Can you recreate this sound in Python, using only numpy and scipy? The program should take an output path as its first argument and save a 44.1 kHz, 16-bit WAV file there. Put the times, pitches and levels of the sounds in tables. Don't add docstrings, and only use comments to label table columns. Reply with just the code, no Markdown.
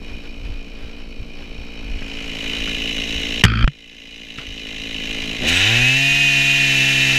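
import sys
import numpy as np
from scipy import signal
from scipy.fft import rfft, irfft
from scipy.io import wavfile
from scipy.ndimage import uniform_filter1d

SR = 44100
rng = np.random.default_rng(int(sys.argv[2]) if len(sys.argv) > 2 else 0)


def materialize(psi):
    bounded = np.clip(np.atleast_2d(psi).T, -1, 1)
    quanta = np.round(bounded * 32767).astype(np.int16)
    wavfile.write(sys.argv[1], SR, quanta)


N = 316638
T = np.arange(N) / SR
BITE_S = 6.07


def amp(db):
    return 10 ** (np.asarray(db) / 20)


def unit(x):
    return x / np.sqrt(np.mean(x ** 2) + 1e-20)


def curve(rows):
    return np.interp(T, *np.transpose(rows))


def steady(x):
    return x / np.sqrt(uniform_filter1d(uniform_filter1d(x ** 2, size=4800), size=4800) + 1e-12)


def noise():
    return rng.standard_normal(N)


def waver(hz):
    return unit(irfft(rfft(noise()) / (1 + (np.fft.rfftfreq(N, 1 / SR) / hz) ** 4), N))


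def colour(x, points):
    hz, db = np.transpose(points)
    octave = np.log2(abs(np.fft.fftfreq(8192, 1 / SR)) + 1)
    outside = abs(octave - np.clip(octave, np.log2(hz[0]), np.log2(hz[-1])))
    gain_db = np.maximum(np.interp(octave, np.log2(hz), db) - 40 * outside, -100)
    response = np.exp(np.conj(signal.hilbert(np.log(amp(gain_db)))))
    return signal.oaconvolve(x, np.fft.ifft(response).real[:4096])[:N]


def blend(a, b, share):
    share = np.clip(share, 0, 1)
    return np.sqrt(1 - share) * steady(a) + np.sqrt(share) * steady(b)


def strokes(turns, angle, jitter, spread_db):
    count = np.arange(1, int(turns[-1]) + 1)
    late, size = np.clip(rng.standard_normal((len(count), 2)).T, -1.7, 1.7)
    at = np.clip(np.interp(count + angle + jitter * late, turns, np.arange(N)), 0, N - 2)
    whole, out = at.astype(int), np.zeros(N)
    out[whole] = amp(spread_db * size) * (1 - at % 1)
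    out[whole + 1] += amp(spread_db * size) * (at % 1)
    return out


def fade(clicks, decay_s):
    return signal.lfilter([1], [1, -np.exp(-1 / (decay_s * SR))], clicks)


def swells(rows):
    return sum(amp(db) * np.exp(-((T - s) / width) ** 2) for s, db, width in rows)


def mode(hz, width_hz, samples):
    t = T[:samples]
    return np.exp(-np.pi * width_hz * t) * np.cos(2 * np.pi * hz * t)


def wind():
    # (frequency [Hz], relative level [dB])
    rumble_eq = [(8, -2), (18, 17.5), (35, 4), (60, -5), (100, -15), (200, -14), (500, -27), (1200, -86)]
    walking_db, gust_db, revving_db = -31, 0.2, -7
    revving = np.clip((T - 5.54) / 0.22, 0, 1)
    level_db = walking_db + gust_db * waver(hz=2.4) + revving_db * revving
    return amp(level_db) * steady(colour(noise(), rumble_eq))


def jolts():
    # (time [s], level [dB], half-width [s])
    thuds = [(.14, -24.5, 0.032), (.49, -23, 0.084), (.85, -26.5, 0.033), (1.22, -19.5, 0.017),
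             (1.59, -22.5, 0.034), (1.92, -23, 0.095), (2.63, -24, 0.042), (3.0, -35, 0.031),
             (3.17, -24, 0.018), (4.5, -20.5, 0.028), (5.81, -28, .04), (6.14, -28, .025)]
    # (frequency [Hz], relative level [dB])
    thud_eq = [(20, 4.5), (40, 2), (65, -6.5), (110, -16.5), (220, -36), (600, -70)]
    return swells(thuds) * steady(colour(noise(), thud_eq))


def snow():
    # (time [s], level [dB], half-width [s])
    crunches = [(0.108, -45, .035), (0.252, -44, .03), (0.458, -46, .018), (.54, -48, 0.065),
                (0.828, -45.5, 0.11), (1.0, -49, .03), (1.414, -45, 0.059), (1.635, -50, .025),
                (2.548, -38, 0.051), (4.41, -28.5, .03)]
    snap_eq = [(400, 15.5), (1000, 6.5), (1400, 9.5), (3000, 7), (4800, 2), (7500, -14.5), (15000, -23)]
    snaps = noise() * (rng.random(N) < 5000 / SR)
    return swells(crunches) * unit(colour(snaps, snap_eq))


def knocks():
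    # (time [s], crack gain [dB], crack decay [s], crack cutoff [Hz],
    #         thump level [dB], thump pitch [Hz], thump decay [s])
    blows = [(2.02, -22.5, 0.0038, 2200, -42, 120, .0092), (2.675, -22, .012, 2400, -41, 100, .01),
             (3.4371, 16, 0.0087, 14000, -3, 120, .004), (3.439, 25, 0.003, 13000, 26.5, 96, 0.0041),
             (3.451, 26.5, 0.0019, 14000, 29, 108, 0.004), (3.642, 7.5, 0.0034, 2000, 26.5, 43.2, 0.01),
             (3.677, 15.5, 0.0021, 4200, 14.5, 142, 0.0096), (4.384, -13, 0.01, 12000, -37, 129, 0.0088)]
    # (frequency [Hz], relative level [dB])
    crack_eq = [(150, 20), (700, -17.5), (1300, 3.5), (2000, 8), (3000, 4.5), (4500, -12), (8000, -16.5),
                (15000, -71)]
    crack, out = unit(colour(noise(), crack_eq)), np.zeros(N)
    for s, crack_db, crack_decay, cutoff_hz, thump_db, thump_hz, thump_decay in blows:
        t = np.maximum(T - s, 0)
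        envelope = amp(crack_db) * np.exp(-np.minimum(t / crack_decay, 20)) * (t > 0)
        out += signal.lfilter(*signal.butter(2, cutoff_hz, fs=SR), envelope * crack)
        out += amp(thump_db) * np.sin(2 * np.pi * thump_hz * t) * np.exp(-t / thump_decay)
    return out


def housing_buzz(turns):
    # (time [s], gain [dB])
    contact = [(3.445, -60), (3.46, 5.5), (3.55, 0.5), (3.63, 3), (3.645, 6.5), (3.66, -55)]
    # (crank order, relative level [dB])
    orders = [(1, 1), (2, 1), (3, -17), (4, -6.5), (5, -19)]
    # (frequency [Hz], relative level [dB])
    shell_eq = [(200, 10), (500, -11), (850, -19), (1050, -12), (1330, 7.5), (1750, -2), (2050, -5),
                (2480, 4), (2880, -12), (3180, 3), (3900, -23), (4600, -7), (5700, -29), (14000, -54)]
    shake = sum(amp(db) * np.cos(2 * np.pi * (order * turns + rng.random())) for order, db in orders)
    pressure = .27 + np.cos(np.pi * (turns - .6)) ** 10
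    chatter = unit(colour(noise() * pressure, shell_eq))
    touching = (T > contact[0][0]) * (T < contact[-1][0])
    return amp(curve(contact)) * (shake + amp(-5.5) * chatter) * touching


def clutch():
    scrape = unit(colour(noise(), [(2000, 4), (7000, 0), (15000, -17)]))
    squeal = unit(colour(noise(), [(7500, -28), (8000, 6), (8500, -14)]))
    return swells([(5.49, -22, 0.015)]) * scrape + swells([(5.56, -36, 0.051)]) * squeal


def steel(turns, near, level_db):
    # (frequency [Hz], width [Hz], relative level at the hip [dB], change when near [dB])
    modes = [(2450, 23, 8, -2), (3005, 8.4, -2.5, 4), (4430, 23, -4.5, -7), (4950, 38, -5.5, 2),
             (5420, 41, -2, -1), (6090, 43, -12, 11), (6600, 84, -22, -5), (6500, 35, -13, 0)]
    flicker_db = 1.7
    kicks = strokes(turns, angle=.6, jitter=.02, spread_db=2)
    shaking = steady(noise() * (.2 + fade(kicks, decay_s=.003)))
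    rings = np.zeros(N)
    for hz, width, db, near_db in modes:
        gain = amp(db + near_db * near + flicker_db * waver(hz=0.67))
        rings += gain * signal.oaconvolve(shaking, mode(hz, width, 4096))[:N]
    return amp(level_db) * unit(rings)


def gears(hz, turns):
    # (crank order, relative level [dB])
    partials = [(13, -15), (14, -15.5), (15, -17), (16, -7.5), (18, -2), (19, -14.5), (20, 1.5), (21, -12),
                (22, 2.5), (23, -3), (28, -16), (29, -13)]
    # (frequency [Hz], gain [dB])
    gearbox = [(1700, -18), (2000, -18.5), (2250, -31), (2410, -24), (2490, -16), (2600, -17),
               (2690, -21.5), (2790, -23), (3000, -32), (3900, -40)]
    angle = 2 * np.pi * (turns + 0.0014 * waver(hz=45))
    whine = np.zeros(N)
    for order, db in partials:
        resonance_db = np.interp(order * hz, *np.transpose(gearbox))
        gain = amp(db + resonance_db + 0.52 * waver(hz=22))
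        whine += gain * np.cos(order * angle + 2 * np.pi * rng.random())
    return np.sqrt(2) * whine


def fan_hiss(beat, throttle, close):
    # (frequency [Hz], relative level [dB])
    behind_eq = [(2530, -22), (4300, 10.5), (4730, 1.5), (4910, 2), (5580, 6), (5790, -15), (6970, -28),
                 (7310, -10), (8130, -9), (8530, -31), (11400, -15), (13300, -30), (15300, -55)]
    # (frequency [Hz], relative level [dB])
    close_eq = [(2530, -4), (4300, 2), (4530, 0), (4940, 0), (6720, 3.5), (7310, -1), (7630, -9),
                (8180, -5.5), (9440, -13.5), (10800, -14), (11900, -10), (14700, -27.5), (15300, -25)]
    air = noise() * (beat + 1.4 + 0.16 * throttle + 1.5 * (1 - close))
    return blend(colour(air, behind_eq), colour(air, close_eq), close)


def clatter(turns, throttle, close, level_db, hiss_db):
    # (frequency [Hz], relative level [dB])
    behind_eq = [(590, -21), (1000, -15), (1140, -26), (1320, -15.5), (1960, -18), (2480, 0.5),
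                 (2740, -20.5), (3080, -8), (3520, -30), (3850, -8), (4600, -45), (5980, -25),
                 (10100, -120)]
    # (frequency [Hz], relative level [dB])
    close_eq = [(620, -27), (1050, -25.5), (1280, -25), (1480, -15), (1600, -20.5), (1730, -9.5),
                (1900, -12), (2050, -1.5), (2360, -11), (2860, 2), (3440, -12.5), (3920, -2), (4600, -34.5),
                (5980, -101), (10100, -120)]
    # (frequency [Hz], relative level [dB])
    racing_eq = [(650, -26.5), (1100, -20.5), (1270, -24.5), (1370, -12.5), (1540, -14.5), (1740, -4.5),
                 (2240, -6.5), (2480, 0.5), (3040, -3.5), (3310, -10.5), (3910, -2.5), (4600, -49),
                 (5980, -21), (10100, -120)]
    # (frequency [Hz], width [Hz], relative level [dB])
    fins = [(1710, 16, 3), (2270, 90, -20), (2500, 31, 10.5), (2680, 115, 27.5), (2928, 56, 26),
            (3640, 160, -61), (3940, 130, -11), (5550, 58, 10), (6550, 250, -52)]
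    slap = strokes(turns, angle=.52, jitter=.008, spread_db=2.2)
    rattle = strokes(turns, angle=.7, jitter=.018, spread_db=2)
    rebound = strokes(turns, angle=.1, jitter=.03, spread_db=2)
    contrast = 1 - 0.16 * throttle
    blows = 1.2 * slap ** contrast + rattle ** contrast + (0.44 + 2 * throttle) * rebound ** contrast
    beat = steady(fade(blows, decay_s=.0036))
    grit = noise() * (beat + .2 + .9 * throttle + .9 * (1 - close))
    idling = blend(colour(grit, behind_eq), colour(grit, close_eq), close)
    casing = blend(idling, colour(grit, racing_eq), throttle)
    ring = sum(amp(db) * mode(hz, width, 2048) for hz, width, db in fins)
    ringing = colour(signal.oaconvolve(blows, ring)[:N], [(1750, 0.0067), (6800, 0)])
    metal = blend(casing, ringing, .36 - .14 * throttle)
    return amp(level_db) * metal + amp(hiss_db) * fan_hiss(beat, throttle, close)


def gas_puffs(firings, throttle):
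    idle_db, open_db, splutter_db = -9, -14.5, 18
    gas_eq = [(120, -4), (240, 1.5), (330, -3), (550, -3.5), (900, -17), (1500, -28)]
    gas = steady(colour(noise() * (.5 + fade(firings, decay_s=0.13)), gas_eq))
    return amp(idle_db + open_db * throttle + splutter_db * np.sin(np.pi * throttle)) * gas


def exhaust(hz, turns, throttle, level_db):
    # (frequency [Hz], relative level [dB])
    idle_eq = [(30, -70), (55, 3.5), (110, -3), (170, -1), (225, 3.5), (275, 7), (335, -4), (385, -8),
               (445, 0.5), (500, -7.5), (620, -9.5), (800, -13.5), (900, -26.5), (1100, -14.5), (1400, -36),
               (2000, -24)]
    # (frequency [Hz], relative level [dB])
    pulling_eq = [(40, -11), (85, 8.5), (125, 12), (200, -3.5), (260, 5.5), (350, -2.5), (450, -5),
                  (600, -7), (680, -9), (760, -1), (930, -17.5), (1010, -8), (1250, -25), (1450, -6),
                  (2000, -23)]
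    # (frequency [Hz], relative level [dB])
    open_eq = [(40, 4), (85, -8), (125, 19.5), (200, -1.5), (272, 9.5), (350, -4), (430, -6.5), (550, -14),
               (690, 5), (830, -6.5), (1000, -7), (1100, -20), (2000, -32)]
    limp_depth, limp_db = 0.4, -2.5
    resonance_hz, width_hz, resonance_db = 118.5, 11.8, 5
    idle = strokes(turns, angle=-.03, jitter=.003, spread_db=1.4)
    racing = strokes(turns, angle=-.03, jitter=.004, spread_db=.5)
    limping = np.clip((T - BITE_S) / 0.033, 0, 1)
    limp = limp_depth * limping * np.cos(np.pi * turns)
    racing = racing + colour(racing * limp, [(40, 5.5), (350, 10), (480, 10.5), (600, 1.0), (2000, -8)])
    up_to_speed = np.clip((hz - 123) / 14, 0, 1)
    roar = blend(colour(racing, pulling_eq), colour(racing, open_eq), up_to_speed)
    pops = blend(colour(idle, idle_eq), roar, throttle)
    boom_db = resonance_db * np.exp(-((hz - resonance_hz) / width_hz) ** 2)
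    return amp(level_db + boom_db + limp_db * limping) * (pops + gas_puffs(idle, throttle))


def crank():
    # (time [s], speed [turns/s])
    idle_speed = [(0.0, 57.4), (0.59, 56.0), (1.55, 57.4), (2.01, 55.1), (4.15, 56.3), (4.47, 54.4),
                  (5.3, 54.6)]
    # (time [s], speed [turns/s])
    rev_speed = [(5.37, 54.6), (5.41, 59.9), (5.464, 77.4), (5.516, 87.2), (5.576, 90.4), (5.702, 112.2),
                 (5.802, 123.2), (5.994, 136.3), (6.196, 139.9), (6.392, 136.3), (6.538, 138.0),
                 (6.786, 133.8), (6.942, 135.1), (7.18, 132.4)]
    hz = curve(list(idle_speed) + list(rev_speed))
    throttle = np.clip((hz - 57) / 32, 0, 1)
    wander_turns = 0.0235 * (1 - throttle) * waver(hz=4.9)
    turns = np.maximum.accumulate(np.cumsum(hz) / SR + wander_turns)
    return hz, turns, throttle


def engine(hz, turns, throttle):
    # (time [s], nearness [0-1])
    swing = [(0, 0.07), (1.25, 0), (1.93, 0.3), (2.1, 0.48), (2.33, 0.67), (2.5, 0.85), (3.1, 0.92),
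             (4.1, .99), (5.3, 0.84)]
    # (idling at the hip [dB], added when near [dB], added at full throttle [dB])
    exhaust_mix = (-42, 11.5, 7.5)
    clatter_mix = (-44.5, 21, 12)
    hiss_mix = (-56.5, 14.5, 14.5)
    steel_mix = (-49.5, 18, 4)
    free_hz, load_db_per_hz = 138.3, 0.3
    whine_from_hz, whine_span_hz, clatter_duck_db = 105.3, 28.6, -6
    near = curve(swing)
    close = np.clip((near - .27) / 0.6, 0, 1)
    sag_hz = np.maximum(free_hz - hz, 0) * np.clip((T - BITE_S) / .2, 0, 1)
    exhaust_db, clatter_db, hiss_db, steel_db = (
        idle_db + near_db * near + throttle_db * throttle + load_db_per_hz * sag_hz
        for idle_db, near_db, throttle_db in (exhaust_mix, clatter_mix, hiss_mix, steel_mix))
    whining = np.clip((hz - whine_from_hz) / whine_span_hz, 0, 1)
    return (exhaust(hz, turns, throttle, exhaust_db)
            + steel(turns, near, steel_db)
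            + whining * gears(hz, turns)
            + clatter(turns, throttle, close, clatter_db + clatter_duck_db * whining, hiss_db))


def scene():
    hz, turns, throttle = crank()
    auger = engine(hz, turns, throttle) + housing_buzz(turns) + clutch()
    return (auger + knocks() + snow() + wind() + jolts())[None]


def record(dry):
    ceiling_db, deepest_db, recovery_db_per_s, look_ahead_s = -4, 22.5, 14.8, .016
    top_hz = 15450
    power_db = 10 * np.log10(signal.lfilter(np.ones(150) / 150, [1], dry[0] ** 2) + 1e-12)
    wanted_db = np.minimum(power_db - ceiling_db, deepest_db)
    recovery_db = recovery_db_per_s * T
    cut_db = np.maximum(np.maximum.accumulate(wanted_db + recovery_db) - recovery_db, 0)
    cut_db = np.maximum(cut_db, np.interp(T + look_ahead_s, T, cut_db))
    smooth_cut = fade(1 - amp(-cut_db), decay_s=.0006) / fade(np.ones(N), decay_s=.0006)
    ducked = dry * (1 - smooth_cut)
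    saturated = .95 * ducked / (1 + ducked ** 6) ** (1 / 6)
    lowpass = signal.firwin(511, top_hz, window=("kaiser", 9), fs=SR)
    return signal.oaconvolve(saturated, lowpass[None], "same")


dry = scene()
out = record(dry)
materialize(out)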